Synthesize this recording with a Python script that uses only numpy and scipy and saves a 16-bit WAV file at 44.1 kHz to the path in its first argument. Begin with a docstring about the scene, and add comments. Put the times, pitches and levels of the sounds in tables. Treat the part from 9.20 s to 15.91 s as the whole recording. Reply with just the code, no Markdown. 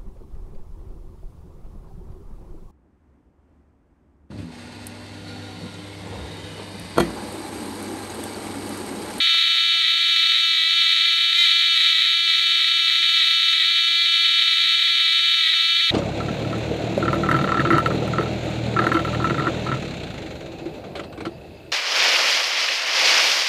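"""A shrill electric buzz: a high-voltage arc jumps between a hand-held probe and a terminal, close by.
The gap fires about 333 times a second and every spark is a snap of a different size. The buzz sags
and roughens whenever the arc sputters, and flares up once. A bright sizzle is the edge of the same
snaps, scattered round the room. The supply hums at the firing rate, over filtered noise for a quiet
room, two small ticks made of short pushes, and faint hollow blips made of narrow noise."""
import sys
import numpy as np
from scipy import signal
from scipy.fft import rfft, irfft, next_fast_len
from scipy.io import wavfile
from scipy.ndimage import uniform_filter1d

SR = 44100
rng = np.random.default_rng(int(sys.argv[2]) if len(sys.argv) > 2 else 0)


def persist_wave(psi):
    """Save psi, clipped to +-1, as 16-bit WAV."""
    counts = np.round(np.clip(psi, -1, 1) * 32767).astype(np.int16)
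    wavfile.write(sys.argv[1], SR, np.atleast_2d(counts).T)


N = 295822
TIME = np.arange(N) / SR  # [s]
FLARE_S, FLARE_LENGTH_S = 2.21, 0.09  # middle and length of the one flare


def amp(db):
    """Turns decibels into a gain."""
    return 10 ** (np.asarray(db) / 20)


def unit(x):
    """Scales a signal to an average (RMS) level of 1."""
    return x / np.sqrt(np.mean(x ** 2) + 1e-20)


def read(points, hz):
    """Reads a (frequency, value) table at any frequency, with straight lines on a log-frequency axis."""
    frequency, value = np.transpose(points)
    return np.interp(np.log(hz + 1), np.log(frequency + 1), value)


def control(table, column, t):
    """Reads one column of a table that changes over time, with straight lines between its points."""
    table = np.array(table)
    return np.interp(t, table[:, 0], table[:, column])


def add(mix, start_s, sound):
    """Adds a short sound to the mix at a given time."""
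    part = mix[max(round(start_s * SR), 0):][:len(sound)]
    part += sound[:len(part)]


def wander(size):
    """Slow random motion of unit spread, smoothed twice over size samples."""
    once = uniform_filter1d(rng.standard_normal(N), size, mode="wrap")
    return unit(uniform_filter1d(once, size, mode="wrap"))


def flutter(depth_db, size):
    """A gain that wavers at random."""
    return amp(depth_db * wander(size))


def arch(middle_s, length_s):
    """A smooth rise to 1 and back, above one half for length_s."""
    return np.cos(np.pi / 2 * np.clip((TIME - middle_s) / length_s, -1, 1)) ** 2


def colour(x, spectrum, resonances=(), size=8192):
    """Filters a sound with a broad spectrum plus peaks and notches, without any sound ahead of time."""
    hz = np.fft.rfftfreq(size, 1 / SR)
    db = read(spectrum, hz)
    for middle_hz, width_hz, gain_db in resonances:
        db = db + gain_db / (1 + (2 * (hz - middle_hz) / width_hz) ** 2)
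    # folding the cepstrum forward makes the filter respond as early as it can (minimum phase)
    cepstrum = irfft(np.log(amp(db)))
    cepstrum[1:size // 2] *= 2
    cepstrum[size // 2 + 1:] = 0
    response = irfft(np.exp(rfft(cepstrum)))
    return signal.oaconvolve(x, response)[:len(x)]


def steady(x, window_s):
    """Brings the short-term level to 1 and keeps the faster flutter."""
    return x / np.sqrt(uniform_filter1d(x ** 2, int(window_s * SR)) + 1e-12)


def room(x, reflected_db, t60, rise_s, even_hz):
    """Direct sound plus dense reflections that build up over rise_s and fall 60 dB in t60 seconds."""
    t, size = np.arange(SR // 3) / SR, next_fast_len(N + SR // 2)
    decay = amp(-60 * t / t60) * (1 - np.exp(-t / rise_s))
    tail = rng.standard_normal(len(t)) * decay
    response = 1 + amp(reflected_db) * rfft(tail / np.linalg.norm(tail), size)
    # flatten the colour over bands wider than even_hz
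    response /= np.sqrt(uniform_filter1d(abs(response) ** 2, int(even_hz * size / SR)))
    return irfft(rfft(x, size) * response, size)[:N]


def impulses(spark_s, size):
    """A band-limited impulse at the exact time of each spark, even between two samples."""
    index = (spark_s * SR).astype(int)[:, None] + np.arange(-8, 9)
    offset = index - spark_s[:, None] * SR
    shape = np.sinc(offset) * np.sinc(offset / 9)
    train = np.zeros(N)
    np.add.at(train, np.clip(index, 0, N - 1), size[:, None] * shape)
    return train


def disperse(x, sweep_s, top_hz):
    """Below top_hz, lower pitches arrive later: each snap becomes a tiny falling chirp."""
    size = next_fast_len(N + 1024)
    hz = np.fft.rfftfreq(size, 1 / SR)
    delay_s = sweep_s * np.maximum(1 - hz / top_hz, 0)
    phase = 2 * np.pi * np.cumsum(delay_s) * SR / size
    return irfft(rfft(x, size) * np.exp(-1j * phase), size)[:N]


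# colour of the low room rumble: (frequency [Hz], relative level [dB])
RUMBLE_COLOUR = [(15, -41), (25, -12), (59, -9), (134, -6), (167, -8), (280, -6.5), (360, -21), (620, -120)]
# colour of the dull rush under the buzz: (frequency [Hz], relative level [dB])
RUSH_COLOUR = [(150, -17.5), (290, 1), (370, 1.5), (460, -18), (560, -6.5), (700, -3), (900, -5),
               (1150, -8), (1500, -21)]


def background(floor_db, rush_db, flare_db):
    """Filtered noise: a quiet room rumble, and a dull rush that comes and goes and puffs up with the flare."""
    rumble, rush = rng.standard_normal((2, N))
    rumble = unit(colour(rumble, RUMBLE_COLOUR)) * flutter(depth_db=2.0, size=3000)
    rush = unit(colour(rush, RUSH_COLOUR)) * flutter(depth_db=4.0, size=1500)
    rush_level_db = rush_db + flare_db * arch(FLARE_S, FLARE_LENGTH_S)
    return amp(floor_db) * rumble + amp(rush_level_db) * rush


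# faint hollow blips: (time [s], level at the top of the swell [dB], pitch [Hz])
BLIPS = [(0.536, -54, 697), (0.722, -58, 680), (1.046, -59, 670), (1.449, -62, 764), (1.806, -61, 685),
         (2.18, -58, 677), (2.335, -60, 662), (3.87, -60, 750), (4.825, -59, 677), (5.185, -56, 683),
         (5.554, -62, 737), (5.622, -62, 721), (6.326, -57, 696)]


def blips(swell_s, width_hz):
    """Each blip is narrow noise that swells for swell_s and softly dies away."""
    out, t = np.zeros(N), np.arange(SR // 4) / SR
    swell = t / swell_s * np.exp(1 - t / swell_s)
    for start_s, level_db, hz in BLIPS:
        edges = [hz - width_hz / 2, hz + width_hz]
        band = signal.butter(2, edges, "band", fs=SR, output="sos")
        noise = unit(signal.sosfilt(band, rng.standard_normal(len(t))))
        add(out, start_s, amp(level_db) * swell * noise)
    return out


# small dry ticks: (time [s], peak level before the final band limit [dB])
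TICKS = [(0.146, -19), (0.355, -23)]


def ticks(decay_s):
    """Each tick is a single short push, followed by a weaker pull back."""
    out, t = np.zeros(N), np.arange(SR // 4) / SR
    for start_s, peak_db in TICKS:
        add(out, start_s, amp(peak_db) * (1 - t / decay_s) * np.exp(-t / decay_s))
    return out


def hum(cycles, level_db):
    """The supply hums as a sine at the firing rate, a little unsteadily."""
    return amp(level_db) * unit(np.sin(2 * np.pi * cycles) * flutter(depth_db=1.06, size=500))


# slow drift of the firing as the hand moves the probe, before sputters and flare:
# (time [s], firing rate [sparks per second])
FIRING_RATE = [(0.0, 333.6), (1.2, 335.5), (1.4, 328.2), (1.6, 334.4), (2.0, 335.9), (2.1, 332.5),
               (2.3, 335.3), (3.8, 334.2), (3.9, 334.8), (4.1, 332.7), (4.5, 335.4), (6.7, 335.0)]
# slow drift of the loudness, before sputters, flare, shimmer and trims:
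# (time [s], buzz level [dB], sizzle level [dB])
LOUDNESS = [(0.0, -17.5, -40.1), (0.8, -19.0, -42), (0.9, -17.5, -40), (1.5, -18.5, -41), (1.6, -17.0, -40),
            (2.1, -18.5, -41.5), (2.3, -16.5, -39), (2.5, -17.5, -40.5), (2.6, -17, -38.5), (3.0, -19, -42),
            (3.1, -17.5, -40), (3.5, -18.5, -41), (4.1, -17, -39.5), (4.2, -18.5, -41.3),
            (4.3, -17.5, -39.5), (4.4, -18.5, -41.5), (4.9, -17.5, -40.5), (6.7, -18.5, -41.9)]
# sputters, in which the gap fires late, hard and unevenly: (middle time [s], length [s], strength [0-1])
SPUTTERS = [(.65, 0.083, 0.68), (1.004, 0.13, 0.48), (1.167, 0.064, 0.51), (1.69, 0.12, .45),
            (1.805, .05, 0.42), (1.951, 0.044, .35), (2.276, .06, 0.42), (2.575, 0.073, 0.56),
            (2.773, .12, 0.7), (3.11, .07, 0.5), (3.437, 0.045, 0.44), (3.688, 0.099, 0.42),
            (4.008, 0.058, 0.4), (4.40, .09, .75), (5.312, 0.065, 0.56), (5.489, 0.074, 0.44),
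            (5.869, 0.073, 0.66), (6.278, 0.13, 0.99), (6.444, 0.055, 0.45), (6.70, 0.055, 1)]
SPUTTER_SAG_HZ, SPUTTER_DB = 9.5, 0.8  # what a full sputter takes from the rate and adds to the buzz
FIDGET, FIDGET_S = 0.09, 0.03  # strength and smoothing time of a small random change in the sputtering
# the flare is faster, louder and brighter
FLARE_HZ, FLARE_BUZZ_DB, FLARE_SIZZLE_DB = 10.5, 2.5, 4
# unevenness of the sparks (0-1) at rest, and what a full sputter and the flare add
CALM_UNEVEN, SPUTTER_UNEVEN, FLARE_UNEVEN = 0.47, 0.39, 0.28
# rough and clean spells of a few sparks come and go: their depth and smoothing time
SPELL_UNEVEN, SPELL_S = 0.138, 0.0163


def arc_state(shimmer_db):
    """Sputters and the flare shift the firing rate and unevenness, and the levels of buzz and sizzle."""
    sputter = FIDGET * wander(int(FIDGET_S * SR))
    for middle_s, length_s, strength in SPUTTERS:
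        sputter += strength * arch(middle_s, length_s)
    flare = arch(FLARE_S, FLARE_LENGTH_S)
    rate = control(FIRING_RATE, column=1, t=TIME) - SPUTTER_SAG_HZ * sputter + FLARE_HZ * flare
    spells = SPELL_UNEVEN * wander(int(SPELL_S * SR))
    unevenness = CALM_UNEVEN + SPUTTER_UNEVEN * sputter + FLARE_UNEVEN * flare + spells
    buzz_db = control(LOUDNESS, column=1, t=TIME) + FLARE_BUZZ_DB * flare + SPUTTER_DB * sputter
    buzz_db += shimmer_db * wander(size=1300)
    sizzle_db = control(LOUDNESS, column=2, t=TIME) + FLARE_SIZZLE_DB * flare
    return rate, np.clip(unevenness, 0, 1), buzz_db, sizzle_db


def sparks(cycles, unevenness, spread, lag_s, jitter_s, misfire, stray_s, memory):
    """Times and sizes of the sparks. A gap that holds out longer breaks down later and harder."""
    on_time_s = np.interp(np.arange(1, int(cycles[-1])), cycles, TIME)
    chance, scatter, luck, stray = rng.standard_normal((3000, 4))[:len(on_time_s)].T
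    uneven = np.interp(on_time_s, TIME, unevenness)
    # a hard spark leaves hot air behind, so the next two come easier
    hold = unit(signal.lfilter([1], [1, memory / 2, memory], chance))
    excess = np.sqrt(uneven) / (1 + np.exp(1.1 - 1.65 * hold))
    # a late spark also delays the charging for the next ones
    drift_s = signal.lfilter([1], [1, -0.8], jitter_s * uneven * scatter)
    # now and then a restless arc gives only a feeble spark, out of step
    failed = luck * uneven > misfire
    spark_s = on_time_s + lag_s * excess + drift_s + failed * stray_s * stray
    size = (1 + spread * excess) * np.where(failed, 0.45, 1)
    return spark_s, size


# colour of the sizzle: (frequency [Hz], relative level [dB])
SIZZLE_COLOUR = [(2760, -21.5), (4700, -2.5), (5090, -9), (5530, -4), (6570, -8.5), (7040, -11.5),
                 (7880, -8.5), (9040, -13), (9450, -31.5), (10000, -14.5), (11600, -24.5), (13100, -19),
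                 (13900, -43), (14550, -15), (15050, -23), (15400, -14.5)]
# peaks and notches on the sizzle: (frequency [Hz], width [Hz], gain [dB])
SIZZLE_RESONANCES = [(4970, 120, 5), (5900, 60, -3), (6610, 130, 9.5), (8500, 260, -11), (8700, 260, 3.5),
                     (9650, 300, 4)]


def sizzle(spark_s, size, trim_db, room_db, hiss_db):
    """The bright edge of each snap with its puff of hiss, heard largely by reflection."""
    train = impulses(spark_s, np.sqrt(size))
    puff_level = signal.lfilter([1], [1, -np.exp(-1 / 80)], abs(train))  # fades over 80 samples
    puffs = puff_level * rng.standard_normal(N)
    edge = unit(train) + amp(hiss_db) * unit(puffs)
    scattered = room(edge, room_db, t60=0.037, rise_s=0.0015, even_hz=180)
    bright = colour(scattered, SIZZLE_COLOUR, SIZZLE_RESONANCES)
    bright = signal.sosfilt(signal.butter(4, 2000, "high", fs=SR, output="sos"), bright)
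    return amp(trim_db) * steady(bright, window_s=0.11)


# broad colour of one snap: (frequency [Hz], relative level [dB])
SNAP_COLOUR = [(720, -82), (1000, -37), (1180, -28.5), (1300, -21.5), (1850, -6.5), (2400, 0), (2800, -18),
               (3050, -8), (3800, -4.5), (4400, -11), (4850, -34.5), (6600, -41.5), (12000, -52)]
# peaks and notches that nearby surfaces put on the snap: (frequency [Hz], width [Hz], gain [dB])
SNAP_RESONANCES = [(1006.4, 31, -16), (1265, 39, 8), (1563, 97, -6), (1657.7, 65, -10.5), (1731, 38, -12),
                   (2001.5, 54.4, -13.5), (2190, 74, -4.5), (2333, 217, -10), (2587, 20, -6),
                   (2708, 36, -5.5), (3084, 104, 6.5), (3258, 130, 12.5), (3291, 300, -10), (3373, 27, 9.5),
                   (3570, 43, 7.5), (3800, 80, 7), (3886, 104, 6.5), (4010, 27, -11), (4270, 23, -3.5),
                   (4340, 37, 0.5), (4660, 94, -2)]


def buzz(spark_s, size, trim_db, room_db, path_change):
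    """The snaps ring in the mid treble, mostly direct; in quick succession they make the buzz."""
    # each spark takes a slightly different path, so some are fuller and some thinner
    fullness = impulses(spark_s, path_change * size * rng.standard_normal(len(spark_s)))
    low_pass = signal.butter(3, 2800, fs=SR, output="sos")
    train = impulses(spark_s, size) + signal.sosfiltfilt(low_pass, fullness)
    snaps = colour(train, SNAP_COLOUR, SNAP_RESONANCES)
    snaps = disperse(snaps, sweep_s=0.001531, top_hz=4776)
    wet = room(snaps, room_db, t60=0.15, rise_s=0.0014, even_hz=29.2)
    return amp(trim_db) * steady(wet, window_s=0.046)


def scene():
    """Buzz, sizzle and hum all follow the same firing, over a quiet room."""
    rate, unevenness, buzz_db, sizzle_db = arc_state(shimmer_db=0.47)
    cycles = np.cumsum(rate) / SR  # firings so far
    spark_s, size = sparks(cycles, unevenness, spread=0.69, lag_s=1e-4, jitter_s=4.5e-5,
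                           misfire=1.5, stray_s=0.00051, memory=0.16)
    mix = background(floor_db=-77, rush_db=-68.0, flare_db=10)
    mix += blips(swell_s=0.017, width_hz=55)
    mix += ticks(decay_s=0.00025)
    mix += hum(cycles, level_db=-57.5)
    mix += amp(sizzle_db) * sizzle(spark_s, size, trim_db=1.5, room_db=25, hiss_db=-4)
    mix += amp(buzz_db) * buzz(spark_s, size, trim_db=0.1, room_db=-6, path_change=0.085)
    return mix[None]


def record(dry):
    """A steep filter removes everything above about 15.5 kHz."""
    edge = signal.firwin(511, 15500, window=("kaiser", 9), fs=SR)
    return signal.oaconvolve(dry, edge[None], "same")


dry = scene()
out = record(dry)
persist_wave(out)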